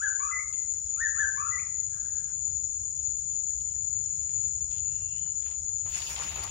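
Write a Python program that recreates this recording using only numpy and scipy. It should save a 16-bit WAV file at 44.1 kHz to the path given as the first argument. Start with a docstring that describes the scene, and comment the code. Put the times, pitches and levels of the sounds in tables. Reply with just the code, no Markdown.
"""A chorus of cicadas drones to the left while a near bird whistles gliding notes among the trunks.
Behind them far birds call, a distant motor rumbles, dry leaves tick under hands, and at the end
someone wades through the litter. Cicadas are sums of overtones of unsteady click rates, birds are
gliding near-sines, ticks are short coloured noise bursts, and litter and air are shaped noise;
random echoes off trunks and leaves surround the cicadas, birds and ticks."""
import sys
import numpy as np
from scipy import signal
from scipy.fft import rfft, irfft
from scipy.io import wavfile
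from scipy.ndimage import uniform_filter1d

SR = 44100
rng = np.random.default_rng(int(sys.argv[2]) if len(sys.argv) > 2 else 0)


def unload_wav(signal):
    """Save mono or channel-first audio to the path in sys.argv[1] as 16-bit WAV at rate SR, clipped to [-1, 1]."""
    wavfile.write(
        sys.argv[1],
        SR,
        np.round(np.clip(np.atleast_2d(signal).T, -1, 1) * 32767).astype(np.int16),
    )


N = 286650  # samples, 6.5 s

# rumble and far forest hush: frequency_hz, relative_density_db
AIR_SPECTRUM = [(15, -45), (25, -28), (41, -10), (64, 0), (166, -17), (216, -30), (350, -35.5),
                (863, -37.5), (1050, -39.5), (2430, -42), (3690, -43.5), (4400, -45.5), (4900, -37.5),
                (6240, -69.5), (8200, -52.5), (9300, -56), (11000, -69.5)]
# swell of the bass: time_s, gain_db
RUMBLE_SWELL = [(0, -1.0), (1.0, -1), (3.3, 1.5), (5.8, -0.2), (6.5, 4.5)]
# likeness of the two ears' noises: frequency_hz, likeness_0_to_1
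EAR_LIKENESS = [(60, 0.99), (250, 0.96), (600, 0.25), (1200, 0.2), (3000, 0.041)]
# colour of the leaf litter: frequency_hz, relative_density_db
LITTER_SPECTRUM = [(88, -31.5), (150, -6.5), (238, -8.5), (691, -3), (927, 0), (1070, -4), (1800, -3.5),
                   (2530, 2), (4500, -5.5), (9500, -16), (15000, -16)]
# bands of big, middle, small leaves and crumbs: low_hz, high_hz
LEAF_BANDS = [(120, 1400), (1400, 4500), (4500, 10200), (10200, 16000)]
# hands stirring the litter: start_s, level_db, hold_s, big_against_middle_leaves_db
STIRS = [(4.195, -71, 0.27, -0.5), (4.702, -61, 0.087, -7.5), (4.902, -74, 0.42, -7.5),
         (5.441, -63, 0.097, -2.5), (5.586, -74, 0.25, 0.5)]
# wading through the litter: time_s, level_db, small_against_middle_leaves_db
WADING = [(5.85, -71, -1), (5.858, -50.5, -5), (5.916, -54.5, 6), (5.946, -45, 3.5), (6.132, -46, 1.5),
          (6.188, -39.5, -4.5), (6.24, -45, 0.5), (6.418, -50, -2.5), (6.44, -44, 1), (6.5, -50, -5)]
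# leaf and twig ticks: start_s, peak_before_panning_db, centre_hz, left_minus_right_db
TICKS = [(0.533, -42.5, 2060, 3), (1.768, -54, 1940, 6), (2.298, -50, 1734, 2), (2.469, -47.5, 579, 13),
         (3.153, -53, 13000, 0), (3.477, -50, 4780, 8), (3.605, -45.5, 4400, 10), (4.119, -51, 12500, 0),
         (4.292, -40.5, 2970, 7), (4.712, -46, 2980, 12), (5.018, -50.5, 813, 9), (5.26, -43.5, 1020, 3),
         (5.284, -44.5, 4830, -3), (5.425, -43.5, 2730, 7), (5.462, -42.5, 1470, 7),
         (5.513, -42.5, 2290, 15), (5.859, -35.5, 840, 8), (5.921, -40, 2310, 13), (5.964, -43, 2480, 5),
         (6.02, -27, 3150, 12), (6.163, -27, 2900, 4), (6.183, -28, 3170, 16), (6.223, -30.5, 775, -7),
         (6.315, -32.5, 3080, 8), (6.436, -27, 7000, 9)]
# call shapes: share_of_length, pitch_ratio, gain_db
ARCH = [(0, .62, -28), (.28, .8, -15), (.4, 0.97, -4), (.53, 1, 0.5), (.82, .89, -3.5), (.9, .85, -17),
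        (1, 0.68, -28)]
CLIMB = [(0, .79, -18), (.15, .89, 3), (.4, 1.01, -1), (.5, .92, 0.5), (.72, 1.09, -3), (1, .94, -7.5)]
FLICK = [(0, .95, -16), (.22, 1.01, -0.5), (.58, .96, -7.5), (.72, 1.08, -5), (.84, 1.24, -14),
         (1, 1.1, -37.5)]
SLUR = [(0, 1.08, -3), (.2, 1, -1), (.8, .67, -3), (1, .6, -12)]
PIP = [(0, 1.08, 0), (1, .9, -3)]
BUZZ = [(0, 1, 0), (.1, 1, -5.5), (.63, 1, 1.5), (.78, 1.12, -2.5), (1, 1.04, -9)]
CROAK = [(0, 0.98, -7), (.08, 0.98, -1), (.92, .97, -7.5), (1, 1, -15)]
# near whistler: shape_name, start_s, length_s, pitch_hz, level_before_beak_and_echoes_db, bend_exponent
WHISTLER_NOTES = [("arch", -.024, .125, 1700, -29, 1.1), ("climb", .187, .155, 1270, -38, 0.96),
                  ("flick", .312, .112, 2040, -30, .45), ("arch", 0.96, .135, 1880, -27, 1.05),
                  ("arch", 1.148, .122, 1750, -25.5, 0.94), ("climb", 1.36, .15, 1280, -37, 1.05),
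                  ("flick", 1.508, .112, 1990, -35.5, 1.07)]
# filtering by the whistler's beak: frequency_hz, gain_db
BEAK = [(800, 0), (2600, -1), (3000, -5), (3700, -14), (4100, -32), (6000, -44)]
# far bird, falling slurs: start_s, level_before_echoes_db
FAR_SLURS = [(.52, -69), (.875, -67), (2.96, -68), (3.30, -68), (3.665, -67), (4.025, -67), (4.385, -67),
             (4.74, -69), (5.085, -64), (5.775, -68)]
# far bird, short pips: start_s, pitch_hz, level_before_echoes_db
FAR_PIPS = [(3.4994, 2050, -68.5), (3.6651, 2030, -69.5), (3.7494, 1910, -75), (3.9292, 1910, -72),
            (4.364, 1970, -73)]
# singing males: click_rate_hz, relative_level_db, rate_wobble_share, throb_rate_hz
CICADAS = [(1272, -9, .008, 12.0), (1290, -17, .004, 12.1), (1306, -15, .005, 12.5),
           (1323, -15, .005, 11.8), (1342, -11, .004, 12.4), (1360, -1, .003, 12.2), (1373, -4, .004, 12.6),
           (1387, -1, .003, 12.3), (1395, -6, .002, 12.0), (1405, -13, .002, 12.4),
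           (1416, -10, .0015, 12.1), (1425, -6, .002, 12.3)]
# sound let out by drum and belly: frequency_hz, gain_db, left_minus_right_db
BELLY = [(5027, -21.5, 13), (5660, -31.5, 9), (6339, -32.5, 0), (6397, -4, 7), (6860, 2.5, 12),
         (7200, -3.5, 11.5), (7148, -46, 5), (8680, -12.5, 6.5), (8333, -46.5, 5), (9717, -30.5, -3.5),
         (9300, -46, 2), (12000, -59, -8), (12500, -56, -8.5), (13880, -65, -6), (15300, -53.5, -9)]
# whole chorus, fading at the end: time_s, level_db
CHORUS = [(0, -31), (3.1, -31.5), (4.45, -30.5), (5.2, -32), (5.8, -32), (6.5, -37.5)]

AIR_LEAD_S, BIRD_LEAD_S = 0.000669, 0.00051  # how much earlier the left ear hears it
STIR_ATTACK_S, STIR_RELEASE_DB_S = 0.0098, 298
WADING_BIG_DB, STIR_SMALL_DB = -2.5, -5.5  # big, and small outside wading, against middle leaves
CRUMBS_DB, TURNS_DB = -12, 1.86  # crumbs against small leaves; wavering of each leaf size
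TICK_HALF_WIDTH_OCTAVES, TICK_FADE_S = 0.91, 0.0043
SLUR_S, SLUR_HZ, PIP_S = 0.1, 3200, 0.018
CROAK_START_S, CROAK_BEATS_HZ, CROAK_BEAT_DB = 1.92, 8.5, 2.5
TOP_HZ = 15750


def undb(db):
    """Decibels express the logarithm of an amplitude ratio; this inverts them."""
    return 10 ** (np.asarray(db) / 20)


def level(x, db):
    """Root-mean-square normalisation scales a signal to a stated level."""
    return x * undb(db) / np.sqrt(np.mean(x ** 2))


def pan(db):
    """Constant-power panning: left and right gains differ by db and keep the power."""
    gains = undb(np.array([db, -np.asarray(db)]) / 2)
    return gains * np.sqrt(2 / np.sum(gains ** 2, axis=0))


def curves(table):
    """Linear interpolation turns each column of a timed table into a curve."""
    times, *columns = np.transpose(table)
    return [np.interp(np.arange(N) / SR, times, column) for column in columns]


def over(hz, table):
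    """A spectrum is interpolated on a logarithmic frequency axis."""
    table_hz, values = np.transpose(table)
    return np.interp(np.log(hz + 1), np.log(table_hz), values)


def shape(x, table):
    """Linear filtering multiplies the spectrum by a gain at each frequency."""
    hz = np.fft.rfftfreq(N, 1 / SR)
    return irfft(rfft(x) * undb(over(hz, table)), N)


def walk(rate, size=N):
    """Low-pass randomness: levels held 1 / rate s and slewed twice, with spread near 1."""
    hold = int(SR / rate)
    steps = np.repeat(rng.standard_normal(size // hold + 1), hold)
    slewed = uniform_filter1d(uniform_filter1d(steps, hold), hold)
    return 1.3 * slewed[:size]


def trunks(x, t60, wet_db, lead_s, dull_hz):
    """Diffuse scattering: direct sound plus a decaying, duller echo cloud, another for each ear."""
    size = int(SR * t60)
    t = np.arange(size) / SR
    noise = rng.standard_normal((2, SR))[:, :size]
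    cloud = noise * undb(-60 * t / t60) * (1 - np.exp(-t / 0.0022))
    # wet_db holds before the treble is dulled
    cloud *= undb(wet_db) / np.sqrt(np.sum(cloud ** 2, axis=1, keepdims=True))
    dulling = 1 + (np.fft.rfftfreq(size, 1 / SR) / dull_hz) ** 2
    cloud = irfft(rfft(cloud) / dulling, size)
    # the direct sound reaches the right ear lead_s after the left
    taps = np.arange(64) - 8
    cloud[0, :64] += np.sinc(taps)
    cloud[1, :64] += np.sinc(taps - lead_s * SR)
    return signal.fftconvolve(x * np.ones((2, 1)), cloud, axes=1)[:, :x.shape[-1]]


def ears(pair, slow_db, quick_db, quick_rate):
    """Interaural coherence: two noises are mixed to be alike in the bass; each octave wavers alone."""
    hz = np.fft.rfftfreq(N, 1 / SR)
    like = np.clip(over(hz, EAR_LIKENESS), 0, 0.995)
    mid, side = rfft(pair) * np.sqrt([1 + like, 1 - like])
    right_delay = np.exp(-2j * np.pi * hz * AIR_LEAD_S)
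    both = np.array([mid + side, (mid - side) * right_delay])
    out = 0
    for low_hz in 20 * 2 ** np.arange(10.):
        octave = (hz >= low_hz) & (hz < 2 * low_hz)
        waver_db = slow_db * walk(3.032) + quick_db * walk(quick_rate)
        out = out + undb(waver_db) * irfft(both * octave, N)
    return out


def air():
    """Broadband noise filtered to a motor's swelling rumble below and the far forest's hush above."""
    noise = ears(shape(rng.standard_normal((2, N)), AIR_SPECTRUM), 1.95, 0.85, 10)
    noise = level(noise, -50.5) * pan(0.73)[:, None]
    bass = shape(noise, [(190, 1), (300, -45.5)])
    swell_db, = curves(RUMBLE_SWELL)
    return noise + bass * (undb(swell_db) - 1)


def rustle():
    """Impulsive friction: dense noise of uneven strength, split by leaf size, each size wavering alone."""
    t = np.arange(N) / SR
    wading_db, small_db = curves(WADING)
    wading = t > WADING[0][0]
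    middle = wading * undb(wading_db)
    small_db = np.where(wading, small_db, STIR_SMALL_DB)
    big = middle * undb(WADING_BIG_DB)
    for start, stir_db, hold, big_db in STIRS:
        attack = np.clip((t - start) / STIR_ATTACK_S, 0, 1)
        release_db = STIR_RELEASE_DB_S * np.maximum(t - start - hold, 0)
        stir = attack * undb(stir_db - release_db)
        middle = middle + stir
        big = big + stir * undb(big_db)
    small = middle * undb(small_db)
    crumbs = middle * undb(small_db + CRUMBS_DB)

    # exponential decibel gains make a few samples stand out as cracks
    unevenness = np.minimum(rng.exponential(size=(2, N)), 6.5)
    cracks = rng.standard_normal((2, N)) * undb(3.3 * unevenness + 0.8 * walk(60))
    spectrum = rfft(ears(shape(cracks, LITTER_SPECTRUM), 0.7, 3, 45))
    hz = np.fft.rfftfreq(N, 1 / SR)
    out = 0
    for (low_hz, high_hz), loudness in zip(LEAF_BANDS, [big, middle, small, crumbs]):
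        band = irfft(spectrum * (hz >= low_hz) * (hz < high_hz), N)
        out = out + loudness * undb(TURNS_DB * walk(12)) * level(band, 0)
    return out


def ticks():
    """Damped impact: a few ms of decaying noise, band-limited by the size of the leaf or twig."""
    size = 2048
    out = np.zeros((2, N + size))
    t = np.arange(size) / SR
    hz = np.fft.rfftfreq(size, 1 / SR) + 1
    for start, peak_db, centre_hz, pan_db in TICKS:
        snap = rng.standard_normal((2, size)) * np.exp(-t / TICK_FADE_S)
        octaves_off = np.log2(hz / centre_hz)
        snap = irfft(rfft(snap) / (1 + (octaves_off / TICK_HALF_WIDTH_OCTAVES) ** 6), size)
        snap /= np.abs(snap).max()
        first = int(start * SR)
        out[:, first:first + size] += undb(peak_db) * pan(pan_db)[:, None] * snap
    return trunks(out[:, :N], 0.13, -6.0, 0.0003, 5500.0)


def call(form, start, length, pitch_hz, level_db, bend=1):
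    """Similarity: one call shape is stretched to a length, pitch and level; bend scales its glide."""
    return [(start + length * share, pitch_hz * ratio ** bend, level_db + gain_db)
            for share, ratio, gain_db in form]


def whistle(notes, second_db, third_db, rough_hz, tremble_rate=250):
    """Frequency modulation: a gliding, trembling near-sine with weak overtones and soft ends."""
    out = np.zeros(N)
    tremble = rough_hz * walk(tremble_rate)
    for note in notes:
        times, pitches, levels = np.transpose(note)
        i = np.arange(max(int(times[0] * SR), 0), int(times[-1] * SR))
        pitch = np.interp(i / SR, times, pitches)
        pitch = uniform_filter1d(pitch, int(0.0051 * SR), mode="nearest")
        phase = 2 * np.pi * np.cumsum(pitch + tremble[i]) / SR
        ends = np.minimum(np.minimum(i - i[0], i[-1] - i) / (0.0015 * SR), 1)
        db = np.interp(i / SR, times, levels)
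        # overtones grow more slowly than the main tone
        thin = undb(-0.4 * (db + 40))
        overtones = undb(second_db) * np.sin(2 * phase) + undb(third_db) * np.sin(3 * phase)
        tone = np.sin(phase) + thin * overtones
        out[i] += np.sqrt(2) * undb(db) * ends * tone
    return out


def far_slurs_and_buzz():
    """Amplitude modulation: a 45 Hz flutter makes one far whistle buzz; falling slurs stay smooth."""
    t = np.arange(N) / SR
    slurs = [call(SLUR, start, SLUR_S, SLUR_HZ, db) for start, db in FAR_SLURS]
    buzz = call(BUZZ, start=4.84, length=0.46, pitch_hz=2775, level_db=-64)
    flutter = 1 + 1.73 * np.sin(2 * np.pi * 45 * t + 1.4 * walk(25))
    far = whistle(slurs, -60, -60, 25.0) + flutter * whistle([buzz], -60, -60, 55.0)
    return trunks(far, 0.4, 1, 0.0002, 5000.0)


def far_croak_and_pips():
    """Rapid random pitch modulation makes a beating call hoarse; short pips share its brief echoes."""
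    t = np.arange(N) / SR
    croak = call(CROAK, CROAK_START_S, length=0.425, pitch_hz=1530, level_db=-61)
    pips = [call(PIP, start, PIP_S, hz, db) for start, hz, db in FAR_PIPS]
    beats = undb(CROAK_BEAT_DB * np.sin(2 * np.pi * CROAK_BEATS_HZ * (t - CROAK_START_S)))
    far = beats * whistle([croak], -23.5, -64, 150.0, 700.0) + whistle(pips, -58.5, -59, 60.0)
    return trunks(far, 0.096, 1, BIRD_LEAD_S, 3900.0) * pan(4.6)[:, None]


def near_whistler():
    """Source and filter: a gliding whistle passes the beak's low-pass and echoes, to the left."""
    forms = dict(arch=ARCH, climb=CLIMB, flick=FLICK)
    notes = [call(forms[name], *row) for name, *row in WHISTLER_NOTES]
    song = shape(whistle(notes, -18, -25, 18.0), BEAK)
    return trunks(song, 0.55, -0.5, BIRD_LEAD_S, 4500.0) * pan(5.2)[:, None]


def cicadas():
    """Periodic rib clicks have overtones of their rate; each throb makes them faster and louder."""
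    size = N + SR // 2  # they sing 0.5 s ahead, so the echoes are already full
    out = np.zeros((2, size))
    t = np.arange(size) / SR
    belly_hz, belly_db, belly_pan = np.transpose(BELLY)
    for click_hz, male_db, wobble, throb_hz in CICADAS:
        drift = walk(0.7, size=size)
        throb = np.cos(2 * np.pi * (throb_hz * t + rng.random() + 0.1 * drift))
        rate = click_hz * (1 + wobble * walk(150, size=size) + 0.0017 * throb + 0.0015 * drift)
        turn = np.exp(2j * np.pi * np.cumsum(rate) / SR)
        # uneven click strength spreads a faint haze around each overtone
        uneven_db = 0.68 * walk(2.845, size=size) + 0.21 * walk(2500, size=size)
        effort = undb(male_db + 8.1 * throb + uneven_db)
        overtone = effort * turn ** 3
        for k in range(4, 12):
            overtone = overtone * turn  # now the k-th multiple of the click rate
            gain_db = np.interp(k * click_hz, belly_hz, belly_db)
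            sides = pan(np.interp(k * click_hz, belly_hz, belly_pan))
            out += (undb(gain_db) * sides)[:, None] * overtone.imag
    chorus_db, = curves(CHORUS)
    # far branches give little direct sound; swaying leaves keep shifting between two echo clouds
    sway = np.pi * np.cumsum(1.5 + 0.83 * walk(2.009, size=size)) / SR
    one_path = trunks(out * np.cos(sway), 0.54, 9.2, 0.0003, 10000.0)
    other_path = trunks(out * np.sin(sway), 0.71, 8.4, -0.0002, 19000.0)
    return level((one_path + other_path)[:, -N:], chorus_db)


def scene():
    """Superposition: the pressures of all sources add."""
    birds = far_slurs_and_buzz() + far_croak_and_pips() + near_whistler()
    return air() + rustle() + ticks() + birds + cicadas()


def record(dry):
    """Band limitation: a steep elliptic low-pass cuts the top of the treble."""
    lowpass = signal.ellip(10, 0.2, 80, TOP_HZ, fs=SR, output="sos")
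    return signal.sosfilt(lowpass, dry)


dry = scene()
out = record(dry)
unload_wav(out)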